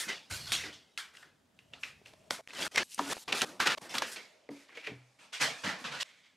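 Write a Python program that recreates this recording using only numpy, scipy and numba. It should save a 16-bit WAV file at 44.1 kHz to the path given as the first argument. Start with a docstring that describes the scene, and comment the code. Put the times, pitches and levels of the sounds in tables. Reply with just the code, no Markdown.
"""Paper bag in a hard kitchen

A stiff paper bag is carried, opened and emptied close to the microphone in a small hard kitchen.
Dense swarms of buckling creases make the rustle: grainy noise through the bag's panels, hollow and edge.
Single creases snap as short noisy rings; feet, boxes and bowls thud as low decaying modes.
Under it lie a faint room hum, floor rumble and a wavering hollow tone; jump cuts chop off ringing paper."""
import sys
import numpy as np
from scipy import signal
from scipy.fft import rfft, irfft
from scipy.io import wavfile
from numba import njit

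SR = 44100
rng = np.random.default_rng(int(sys.argv[2]) if len(sys.argv) > 2 else 0)


def dump(signal):
    """Clip the signal to [-1, 1] and save it as 16-bit WAV at the path in sys.argv[1]."""
    limited = np.clip(np.atleast_2d(signal).T, -1, 1)
    pcm = np.round(limited * 32767).astype(np.int16)
    wavfile.write(sys.argv[1], SR, pcm)


def invert_db(level):
    """Linear amplitude ratio for a level in decibels (20 dB per decade), elementwise."""
    return 10 ** (np.asarray(level, dtype=float) / 20)


N = 280476  # samples
TIME_S = np.arange(N) / SR

# colour of the room tone: [pitch_hz, relative_level_db per Hz]
HUM_COLOUR = [(88, -21.5), (150, 10), (267, 14), (364, 4), (409, 7.5), (15000, -20)]
# loudness of the room tone: [start_s, level_db]
HUM_LEVEL_CURVE = [(0, -67), (.9, -73.5), (2.3, -70.5), (2.45, -78), (4.15, -67.5), (4.3, -109),
                   (6.36, -74.5)]
# floorboards under moving feet: [start_s, level_db]
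FLOOR_RUMBLE = [(0, -90), (.29, -82), (.32, -55), (.6, -54.5), (.9, -83), (1.5, -76.5), (1.7, -70),
                (2.3, -70), (2.45, -81), (4.2, -89), (6.36, -89)]
# a faint hollow tone off to one side that wavers in and out: [start_s, level_db]
HOLLOW_TONE_CURVE = [(1.6, -89), (1.72, -69), (1.9, -92), (2.2, -71), (2.41, -69), (2.43, -100), (4.2, -96),
                     (4.33, -65.5), (4.55, -83), (4.75, -95)]
HOLLOW_TONE_HZ = 627
# feet, boxes and bowls landing; the 628 Hz row at 2.385 s is a ring at the hollow tone's pitch: [start_s,
# level_db, ring_hz, t60_s, swell_ms]
LANDINGS = [(0.305, -30.5, 98, 0.18, 14), (0.061, -45.5, 209, 0.22, 5.7), (0.66, -46, 295.4, 0.27, 14),
            (2.014, -35, 367, 0.016, 2.7), (2.306, -23, 556, 0.026, 1.75), (3.773, -38, 580, 0.074, 2.4),
            (2.385, -42, 628, 0.2, 5.5), (2.992, -32.5, 279.3, 0.32, 2.9), (2.991, -20, 930, 0.041, 1.1),
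            (4.49, -30.5, 435, 0.029, 1.4), (4.493, -34.5, 281, 0.26, 12), (4.769, -41, 446, 0.085, 5.2),
            (4.868, -38.5, 423, 0.18, 4.5), (4.881, -37, 281, 0.21, 20), (4.885, -34.5, 125, 0.39, 59),
            (4.918, -39, 182, 0.045, 2.1), (5.41, -44.5, 142, 0.35, 14), (5.64, -33.5, 190, 0.27, 13),
            (5.859, -45.5, 137.6, 0.46, 37)]
# single creases: [start_s, peak_db, ring_hz, decay_ms, crack_db re ring noise]
CREASES = [(0.085, -36, 2220, 1.8, 0), (0.311, -33, 1560, 4.1, -2), (0.5202, -13, 2580, 1.4, 5),
           (0.639, -34, 2160, 8.6, -3), (0.976, -24, 2110, 3.3, 2.5), (1.151, -44.5, 1940, 3.7, -6),
           (1.17, -40.5, 2800, 3.2, -4), (1.227, -45, 1830, 7.6, -10), (1.59, -43, 2780, 2.5, -7.5),
           (1.735, -35.5, 2820, 4.7, -29), (1.834, -22, 2650, 5.1, -10), (2.059, -39, 2720, 3.7, -8),
           (2.136, -44, 640, 3.9, -5), (2.308, -14, 2030, 1.6, 12), (2.475, -32.5, 2320, 0.39, -4),
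           (2.506, -35, 2550, 2, -14), (2.622, -27, 2960, 5.3, -8), (2.666, -27, 1400, 2.9, 0),
           (2.759, -14.5, 2210, 5, 4.5), (2.778, -11, 2090, 6.8, 1), (2.945, -31, 8540, 2.6, -17),
           (2.99, -22.5, 970, 11.7, 0), (3.113, -28.5, 570, 4.3, -1), (3.168, -31, 595, 1, -9),
           (3.179, -37.5, 880, 1.9, -3), (3.324, -24, 3230, 1.2, -6.5), (3.326, -14, 2770, 4.4, -1),
           (3.411, -19.5, 3000, 4.4, -9), (3.418, -12.5, 3030, 4.1, 16), (3.602, -11.5, 1550, 2.5, -2),
           (3.66, -28, 2700, 5.2, -3), (3.671, -8.5, 1933, 3.7, 6), (3.676, -14.5, 2980, 3.1, 1),
           (3.952, -20.5, 3120, 3.6, 6), (3.982, -18.5, 4000, 6.9, 11.5), (4.021, -19, 1040, 3.7, -1),
           (4.49, -39, 1970, 2.6, -13), (4.693, -44, 1860, 3.5, -20), (4.771, -35.5, 2220, 14, -2.5),
           (4.84, -39, 2380, 15, -15), (4.866, -32, 2340, 14, -22), (4.871, -26.5, 2445, 5.2, -9)]
# where the action sits and how its cavity and edges sound:
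# [start_s, left_minus_right_db, hollow_hz of bag or box, edge_rolloff_hz, side_db re mid]
PLACEMENT = [(0, 0, 298.6, 7710, -16), (.4, -0.5, 315, 7290, -29.5), (1.2, 0.5, 351, 6500, -18),
             (1.7, 0, 678, 5630, -17.5), (2.5, 0.5, 454, 5160, -17), (4.15, -0.6, 500, 6230, -19.5),
             (4.25, -2, 495, 6000, -9), (4.95, 0, 415, 5100, -15.5), (5.05, -0.5, 757, 3940, -9),
             (5.98, -1.5, 720, 3740, -10.5), (6.36, -1, 603, 3740, -16)]
# moments of jump cuts, where thuds and rustle bursts are chopped off: [cut_s]
JUMP_CUTS = [2.411, 2.68, 2.833, 3.134, 3.184, 3.241, 3.448, 3.75, 3.785, 6.032]
# character of four stretches (hallway, bag close by, table, counter behind it):
# [start_s, rise_ms, fade_db per s, late_tail_db re level, late_fade_db per s, grain 0-1, dip 0-1 near 390 Hz]
STRETCHES = [(0, 5, 192, -20.5, 82, 0.7, 0), (2.3, 0.19, 256.5, -14, 85, 0.55, 0.28),
             (4.15, 1.8, 191, -11.5, 79, 0.4, 0), (5.0, 2.4, 175, -12.5, 87, 0.45, 0.78)]
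# each new grip reshapes the bag: [start_s, main_panel_hz, second_panel_hz, ring_db re sheet]
HAND_GRIPS = [(0, 2670, 4440, -30.5), (0.3, 4170, 2055, -4.5), (0.518, 2990, 5540, -8.5),
              (0.638, 2130, 4190, 1.5), (0.728, 3160, 4640, 3.5), (0.973, 1600, 3200, 2),
              (1.59, 2790, 1965, 20.5), (1.735, 2600, 1640, -4), (1.833, 2440, 2000, 9),
              (2.055, 2560, 3180, 8.5), (2.305, 2030, 1480, 4), (2.486, 2695, 1520, -20),
              (2.747, 2086, 2710, -36), (2.835, 2860, 3890, 27), (2.979, 940, 1446, -7),
              (3.093, 970, 1740, -4.5), (3.132, 2480, 1740, 1.5), (3.184, 6420, 4500, -12),
              (3.277, 2550, 1625, -5), (3.451, 1255, 4300, -11.5), (3.592, 1440, 2460, -1),
              (3.771, 1050, 3820, 3.5), (3.812, 1180, 2016, -7), (3.893, 5230, 3590, -6.5),
              (3.942, 1370, 3120, 0), (4.02, 1760, 2800, 0.5), (4.16, 2180, 4100, -3.5),
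              (4.49, 2250, 3600, -2.5), (4.69, 2090, 1660, 20), (4.746, 2350, 2830, 11),
              (4.82, 2300, 1910, 17.5), (5.197, 2560, 1330, -1), (5.33, 2910, 4500, -17),
              (5.4, 1820, 4980, -11.5), (5.637, 1900, 970, -4), (5.845, 1160, 1830, -35.5),
              (6.002, 2160, 3130, -27), (6.035, 2190, 3285, 6.5)]
LESSER_HOLD_S = .055  # a lesser panel keeps its shape this long
# faint stirring of paper and clothes under the bursts: [start_s, level_db, boom_db re level, crisp_db re level]
STIRRING = [(0, -71.5, -16, -7), (.9, -72.5, -4, -9.5), (1.5, -81, -9, -2), (1.75, -71, -18, -8.5),
            (2.3, -73.5, 3, -2.5), (2.42, -78.5, -19, 2), (3.26, -67, -6, -6.5), (3.8, -69, -12, -2),
            (4.45, -76, 3.5, -7.5), (5.15, -75.5, 4, -0.5), (6.36, -75, -10, -9)]
# bursts of crumpling: [start_s, build_s, hold_s, level_db, boom_db re level, crisp_db re level]
CRUMPLES = [(0, 0, 0, -36.5, -18.5, 1), (0.076, 0.0063, 0.0058, -34.5, -13, -18),
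            (0.296, 0.0071, 0.057, -43, -11.5, -1), (0.39, 0.00018, 0.14, -51.5, -11, -4.5),
            (0.453, 0.014, 0.15, -45.5, -24, -8.5), (0.515, 0.0031, 0.001, -27.5, -19.5, -8),
            (0.635, 0.00038, 0.021, -43, -9.5, -16.5), (0.725, 0, 0, -48.5, -20, -32),
            (0.975, 0.00045, 0.0052, -40, -25, -6), (1.127, 0.011, 0.084, -60.5, -11, -6.5),
            (1.192, 0.05, 0.028, -66, -6, -14), (1.589, 0, 0.0044, -62, -10, -16),
            (1.718, 0.017, 0, -56, -3.5, -32), (1.787, 0.022, 0.074, -72, -13, 10),
            (1.829, 0, 0.025, -44.5, -17.5, -23), (2.047, 0.0058, 0.023, -57, -7, -8),
            (2.302, 0.0044, 0.035, -43.5, -7.5, -1), (2.485, 0.00029, 0.059, -55.5, -8.5, -11),
            (2.53, 0.1, 0, -35, -6, -7), (2.642, 0.0086, 0.012, -44, -8, 0),
            (2.711, 0.0056, 0.057, -57.5, -2.5, -1), (2.743, 0.0059, 0.08, -42, -6, -12),
            (2.772, 0.0011, 0.0019, -28.5, -7.5, -26.5), (2.832, 0.00069, 0, -59.5, -13, 6),
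            (2.87, 0.052, 0.016, -51, -39, 0.5), (2.976, 0.0029, 0.074, -45.5, -7, -5),
            (3.05, 0.065, 0.11, -38.5, -1, -0.5), (3.129, 0, 0.15, -52, -4.5, -2.5),
            (3.185, 0, 0.041, -56.5, -10, 1.5), (3.278, 0, 0.019, -42, -0.5, -13),
            (3.322, 0, 0, -34.5, -1.5, -14), (3.344, 0.005, 0.048, -38, -22, -4.5),
            (3.414, 0.0092, 0, -34, 1, -7.5), (3.442, 0, 0.063, -55.5, 3, -0.5),
            (3.495, 0.0037, 0.061, -70, 14.5, 2), (3.595, 0.0098, 0.015, -30.5, -11, -11.5),
            (3.651, 0.013, 0.0099, -28, -8.5, -15.5), (3.697, 0.0015, 0.026, -33, -14, -15.5),
            (3.772, 0.0058, 0, -39.5, -13, -16), (3.809, 0.0065, 0.042, -53.5, 2.5, -2),
            (3.886, 0.012, 0.092, -46, -4.5, -10.5), (3.939, 0.0033, 0.018, -36.5, -8, -7.5),
            (4.019, 0, 0, -35, -7.5, -11.5), (4.055, 0.013, 0.031, -50.5, -14, 0),
            (4.105, 0.012, 0.018, -51.5, -10, 5), (4.158, 0, 0, -42, -11.5, -31),
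            (4.499, 0, 0.023, -70.5, 12.5, -23.5), (4.501, 0.0054, 0.12, -61.5, -19, -6),
            (4.678, 0.012, 0.073, -56, -13.5, -38), (4.75, 0.00049, 0.054, -51.5, -14, -25.5),
            (4.802, 0.047, 0.031, -46, -23, -35), (4.866, 0.00029, 0.011, -49.5, -3, -30),
            (5.183, 0.0056, 0.061, -59, -4, -9.5), (5.322, 0.0068, 0.022, -40, -18, -11.5),
            (5.397, 0.014, 0.022, -28.5, -7, -8), (5.565, 0.018, 0.044, -59.5, -8, 0.5),
            (5.632, 0.0074, 0.057, -36.5, -3, -14), (5.78, 0.011, 0.086, -58.5, 4, 0.5),
            (5.839, 0.0022, 0.022, -39, -7, -25), (5.915, 0, 0.051, -42.5, -8, -14),
            (5.989, 0.018, 0.07, -33.5, -18, -11), (6.033, 0, 0.059, -59, -11.5, -12),
            (6.085, 0.012, 0.1, -63.5, -13, -15), (6.201, 0.048, 0.012, -61.5, -26, -27)]
BUILD_DB = 17  # a build-up climbs this far
BOOM_FADE, CRISP_FADE = 0.83, 1.27  # fade speed of bass and treble, as a ratio to the body


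def unit(x):
    """Scale to rms 1."""
    return x / np.sqrt(np.mean(x ** 2))


def curve(rows):
    """Columns of a table, joined by straight lines in time."""
    start_s, *columns = np.transpose(rows)
    return [np.interp(TIME_S, start_s, column) for column in columns]


def stretch(s):
    """Columns of the stretch that holds time s."""
    row = np.searchsorted(np.transpose(STRETCHES)[0], s, side="right") - 1
    return np.array(STRETCHES)[row].T


def next_cut(s):
    """Sample number of the first jump cut after time s, ignoring one within 6.25 ms."""
    return int(min([cut * SR for cut in JUMP_CUTS if cut > s + 1 / 160] + [N]))


def band(x, lo_hz, hi_hz, order):
    """Butterworth band-pass."""
    edges_hz = [lo_hz, min(hi_hz, .45 * SR)]
    return signal.sosfilt(signal.butter(order, edges_hz, "band", fs=SR, output="sos"), x)


@njit
def svf(x, hz, q):
    """Moving resonance; noise keeps its level wherever the centre goes."""
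    y, b, l = np.empty(len(x)), 0., 0.
    for i in range(len(x)):
        g = np.tan(np.pi * hz[i] / SR)
        v = (b + g * (x[i] - l)) / (1 + g * (g + 1 / q))
        b, l = 2 * v - b, l + 2 * g * v
        y[i] = v / np.sqrt(hz[i])
    return y


def spread(mid, side, side_db):
    """Left and right differ mostly in the middle range; the action leans a little to one side."""
    lean = invert_db(curve(PLACEMENT)[0] / 2)
    side = invert_db(side_db) * band(side, 250, 9500, order=1)
    return np.array([(mid + side) * lean, (mid - side) / lean])


def hum():
    """Room tone and hiss of fixed colour, rising and sinking with a level curve."""
    hz, db = np.transpose(HUM_COLOUR)
    log_hz = np.log(np.fft.rfftfreq(N, 1 / SR) + 1)
    gain = invert_db(np.interp(log_hz, np.log(hz), db))
    mid, side = irfft(rfft(rng.standard_normal((2, N))) * gain, N)
    return invert_db(curve(HUM_LEVEL_CURVE)[0]) * unit(spread(mid, side, -3))


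def rumble():
    """Floorboards under feet: low band noise, nearly the same on both sides."""
    floor, sway = band(rng.standard_normal((2, N)), 67, 160, order=2)
    stereo = floor + invert_db(-26) * np.array([sway, -sway])
    return invert_db(curve(FLOOR_RUMBLE)[0]) * unit(stereo)


def hollow_tone():
    """Narrow noisy ring, stronger on the left."""
    noise = rng.standard_normal((2, N))
    ring, other = band(noise, HOLLOW_TONE_HZ / 1.06, HOLLOW_TONE_HZ * 1.06, order=2)
    stereo = np.array([ring + 0.74 * other, .7 * ring - 0.55 * other])
    return invert_db(curve(HOLLOW_TONE_CURVE)[0]) * unit(stereo)


def thuds():
    """Each landing swells into one low mode that sags a little, rough at first; a jump cut chops it off."""
    out = np.zeros((2, N))
    noises = rng.standard_normal((len(LANDINGS), SR // 2))
    for (s, level_db, ring_hz, t60_s, swell_ms), noise in zip(LANDINGS, noises):
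        i = int(s * SR)
        t = np.arange(min(SR // 2, next_cut(s) - i)) / SR
        rough = unit(band(noise, ring_hz / 1.43, ring_hz * 1.52, order=2))[:len(t)]
        sagging_time = t + 0.0015 * (1 - np.exp(-t / 0.015))  # pitch starts high and settles
        mode = np.sin(2 * np.pi * ring_hz * sagging_time)
        tone = mode + rough * np.exp(-t / .06) * np.array([[.8], [.68]])  # left, right roughness
        envelope = (1 - np.exp(-1000 * t / swell_ms)) ** 2 * np.exp(-np.log(1000) * t / t60_s)
        out[:, i:i + len(t)] += invert_db(level_db) * envelope * tone
    return out


def snaps():
    """The freed panel rings roughly, with a broad crack on top; long snaps also build up slowly."""
    out, t = np.zeros((2, N)), np.arange(2048) / SR
    noises = rng.standard_normal((len(CREASES), 3, 2048))
    for (s, peak_db, ring_hz, decay_ms, crack_db), noise in zip(CREASES, noises):
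        attack = 1 - np.exp(-1000 * t / (0.0056 * decay_ms ** 2))
        envelope = attack * np.exp(-1000 * t / max(decay_ms, .5))
        ring, side = (unit(band(n, ring_hz / 1.69, ring_hz * 1.27, order=2)) for n in noise[:2])
        tone = 1.26 * np.sin(2 * np.pi * ring_hz * t)
        crack = unit(band(noise[2], 1100, 5570, order=2)) * np.exp(-t / 0.006)
        pop = envelope * np.array([ring + tone + invert_db(crack_db) * crack, side])
        i = int(s * SR)
        out[:, i:i + 2048] += invert_db(peak_db) * pop / np.abs(pop[0]).max()
    return spread(*out, curve(PLACEMENT)[3] - 3)


def levels():
    """Body, boom and crisp dB: every burst builds up, holds and fades into the room until a cut."""
    body_db, boom_db, crisp_db = curve(STIRRING)
    power = invert_db([body_db, body_db + boom_db, body_db + crisp_db]) ** 2
    speed = np.array([[1], [BOOM_FADE], [CRISP_FADE]])
    for s, build_s, hold_s, level_db, boom_db, crisp_db in CRUMPLES:
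        fade, late_db, late_fade = stretch(s)[2:5]
        i = int(max(s, 0) * SR)
        t = np.arange(min(next_cut(s) - i, SR)) / SR - build_s  # zero where the build-up ends
        after = speed * np.maximum(t - hold_s, 0)
        climb_db = BUILD_DB * np.minimum(t, 0) / max(build_s, 1 / SR)
        tail = invert_db(-fade * after) ** 2 + invert_db(late_db - late_fade * after) ** 2
        parts_db = level_db + np.array([[0], [boom_db], [crisp_db]]) + climb_db
        power[:, i:i + len(t)] += invert_db(parts_db) ** 2 * tail
    return 10 * np.log10(power)


@njit
def swell(target, rate):
    """Follows a level: rises at the given rate, falls at once."""
    y, e = np.empty(len(target)), target[0]
    for i in range(len(target)):
        e = min(target[i], e + rate[i] * (target[i] - e))
        y[i] = e
    return y


def swarm(per_s, scatter_db, smear_ms):
    """Loudness of many tiny bucklings, mostly small and a few larger, each fading away exponentially."""
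    size_db = scatter_db * np.minimum(rng.exponential(size=N), 3)
    hits = (rng.random(N) < per_s / SR) * invert_db(size_db) ** 2
    power = signal.lfilter([1], [1, -np.exp(-1000 / (smear_ms * SR))], hits)
    return np.sqrt(power / power.mean())


def panels(octaves, count):
    """Two main panels per grip, lesser ones that keep refolding round them, and how strongly they ring."""
    s, main_hz, second_hz, ring_db = np.transpose(HAND_GRIPS)
    grip = np.maximum(np.searchsorted(s * SR, np.arange(N), side="right") - 1, 0)
    sheet_hz = np.clip(main_hz ** .7 * second_hz ** .3, 1400, 4200)
    pace = TIME_S / LESSER_HOLD_S + rng.random((count, 1))  # each panel refolds at its own moments
    folds = np.take_along_axis(rng.standard_normal((count, N // 100)), pace.astype(int), axis=1)
    lesser_hz = np.clip(sheet_hz[grip] * 2 ** (octaves * folds), 500, 9000)
    return sheet_hz[grip], main_hz[grip], second_hz[grip], lesser_hz, ring_db[grip]


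def paper_body(noise, shape, grain, crackles):
    """The broad sheet, its refolding lesser panels and the two ringing main panels."""
    sheet_hz, main_hz, second_hz, lesser_hz, ring_db = shape
    sheet = unit(band(svf(grain * noise, sheet_hz, 0.34), 920, 6370, order=2))
    # every lesser panel buckles at its own moments, so each crackle has its own colour
    lesser = unit(sum(svf(own * noise, hz, 21.0) for hz, own in zip(lesser_hz, crackles)))
    main = svf(grain * noise, main_hz, 6.4)
    second = svf(grain * noise, second_hz, 4.9)
    ring = invert_db(ring_db) * unit(main + .5 * second)
    body = (sheet + 2.12 * stretch(TIME_S)[5] * lesser + ring) / np.sqrt(1 + invert_db(ring_db) ** 2)
    return unit(band(body, 330, 8000, order=1))


def bag_boom(noise, lesser_hz, grain):
    """Air in the bag or box resonates low, with faint modes at a fifth of the lesser panels' pitch."""
    hollow = svf(grain * noise, curve(PLACEMENT)[1], 0.52)
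    modes = sum(svf(noise, hz / 5, 10.8) for hz in lesser_hz)
    boom = unit(band(hollow + 0.037 * modes, 99, 1100, order=2))
    dip = np.clip(stretch(TIME_S)[6], 0, 1)
    return boom - dip * band(boom, 276, 477, order=1)


def crisp_edge(noise, lesser_hz, grain, crackles):
    """The crisp edge is bright noise in which small folds ring high."""
    edge_hz = curve(PLACEMENT)[2]
    bright = svf(svf(grain ** 0.9 * noise, edge_hz, 0.25), edge_hz, 0.5) * np.sqrt(edge_hz)
    crisp = unit(band(bright, 3500, 12160, order=2))
    folds = 0
    for hz, own in zip(lesser_hz[1:], crackles):
        fold_hz = np.clip(2.6 * hz, 3500, 2.1 * edge_hz)
        folds = folds + svf(own * crisp, fold_hz, 22.0) * np.sqrt(hz)
    return unit(crisp + 0.37 * unit(folds))


def paper(boom_db, crisp_db, shape, grain, crackles):
    """Grainy noise through the sheet and its panels, the air inside the bag and the crisp edge."""
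    noise = rng.standard_normal((3, N))
    lesser_hz = shape[3]
    body = paper_body(noise[0], shape, grain, crackles)
    boom = bag_boom(noise[1], lesser_hz, grain)
    crisp = crisp_edge(noise[2], lesser_hz, grain, crackles)
    return body + invert_db(boom_db) * boom + invert_db(crisp_db) * crisp


def rustle():
    """The swarm is grainy while hands work the paper and smoother while only the room rings on."""
    level_db, boom_db, crisp_db = levels()
    fall = -np.gradient(level_db) * SR  # dB per second
    graininess = np.clip(stretch(TIME_S)[5], 0, 1)
    smooth = 1 - graininess * np.clip(.5 - fall / 300, .1, .7)
    grain = np.sqrt(smooth + (1 - smooth) * swarm(per_s=320, scatter_db=1.5, smear_ms=0.37) ** 2)
    shape = panels(octaves=0.553, count=6)
    crackles = [np.sqrt(smooth ** 2 + (1 - smooth ** 2) * swarm(per_s=28, scatter_db=1.8, smear_ms=3) ** 2)
                for _ in shape[3]]
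    mid, side = (paper(boom_db - level_db, crisp_db - level_db, shape, grain, crackles) for _ in range(2))
    rise_ms = np.maximum(stretch(TIME_S)[1], .1)
    loudness = swell(invert_db(level_db), 1000 / (rise_ms * SR))
    return loudness * spread(mid, side, curve(PLACEMENT)[3])


def scene():
    """Everything in the kitchen, from the background to the paper."""
    return hum() + rumble() + hollow_tone() + thuds() + snaps() + rustle()


def band_limit(x):
    """A steep low-pass at the top of the band."""
    return signal.sosfilt(signal.butter(12, 15700, fs=SR, output="sos"), x)


def record(dry):
    """A steep low-pass takes off the top above 15.7 kHz."""
    low_pass = signal.ellip(8, .2, 70, 15700, fs=SR, output="sos")
    mix = signal.sosfilt(low_pass, dry)
    return band_limit(mix)


dry = scene()
out = record(dry)
dump(out)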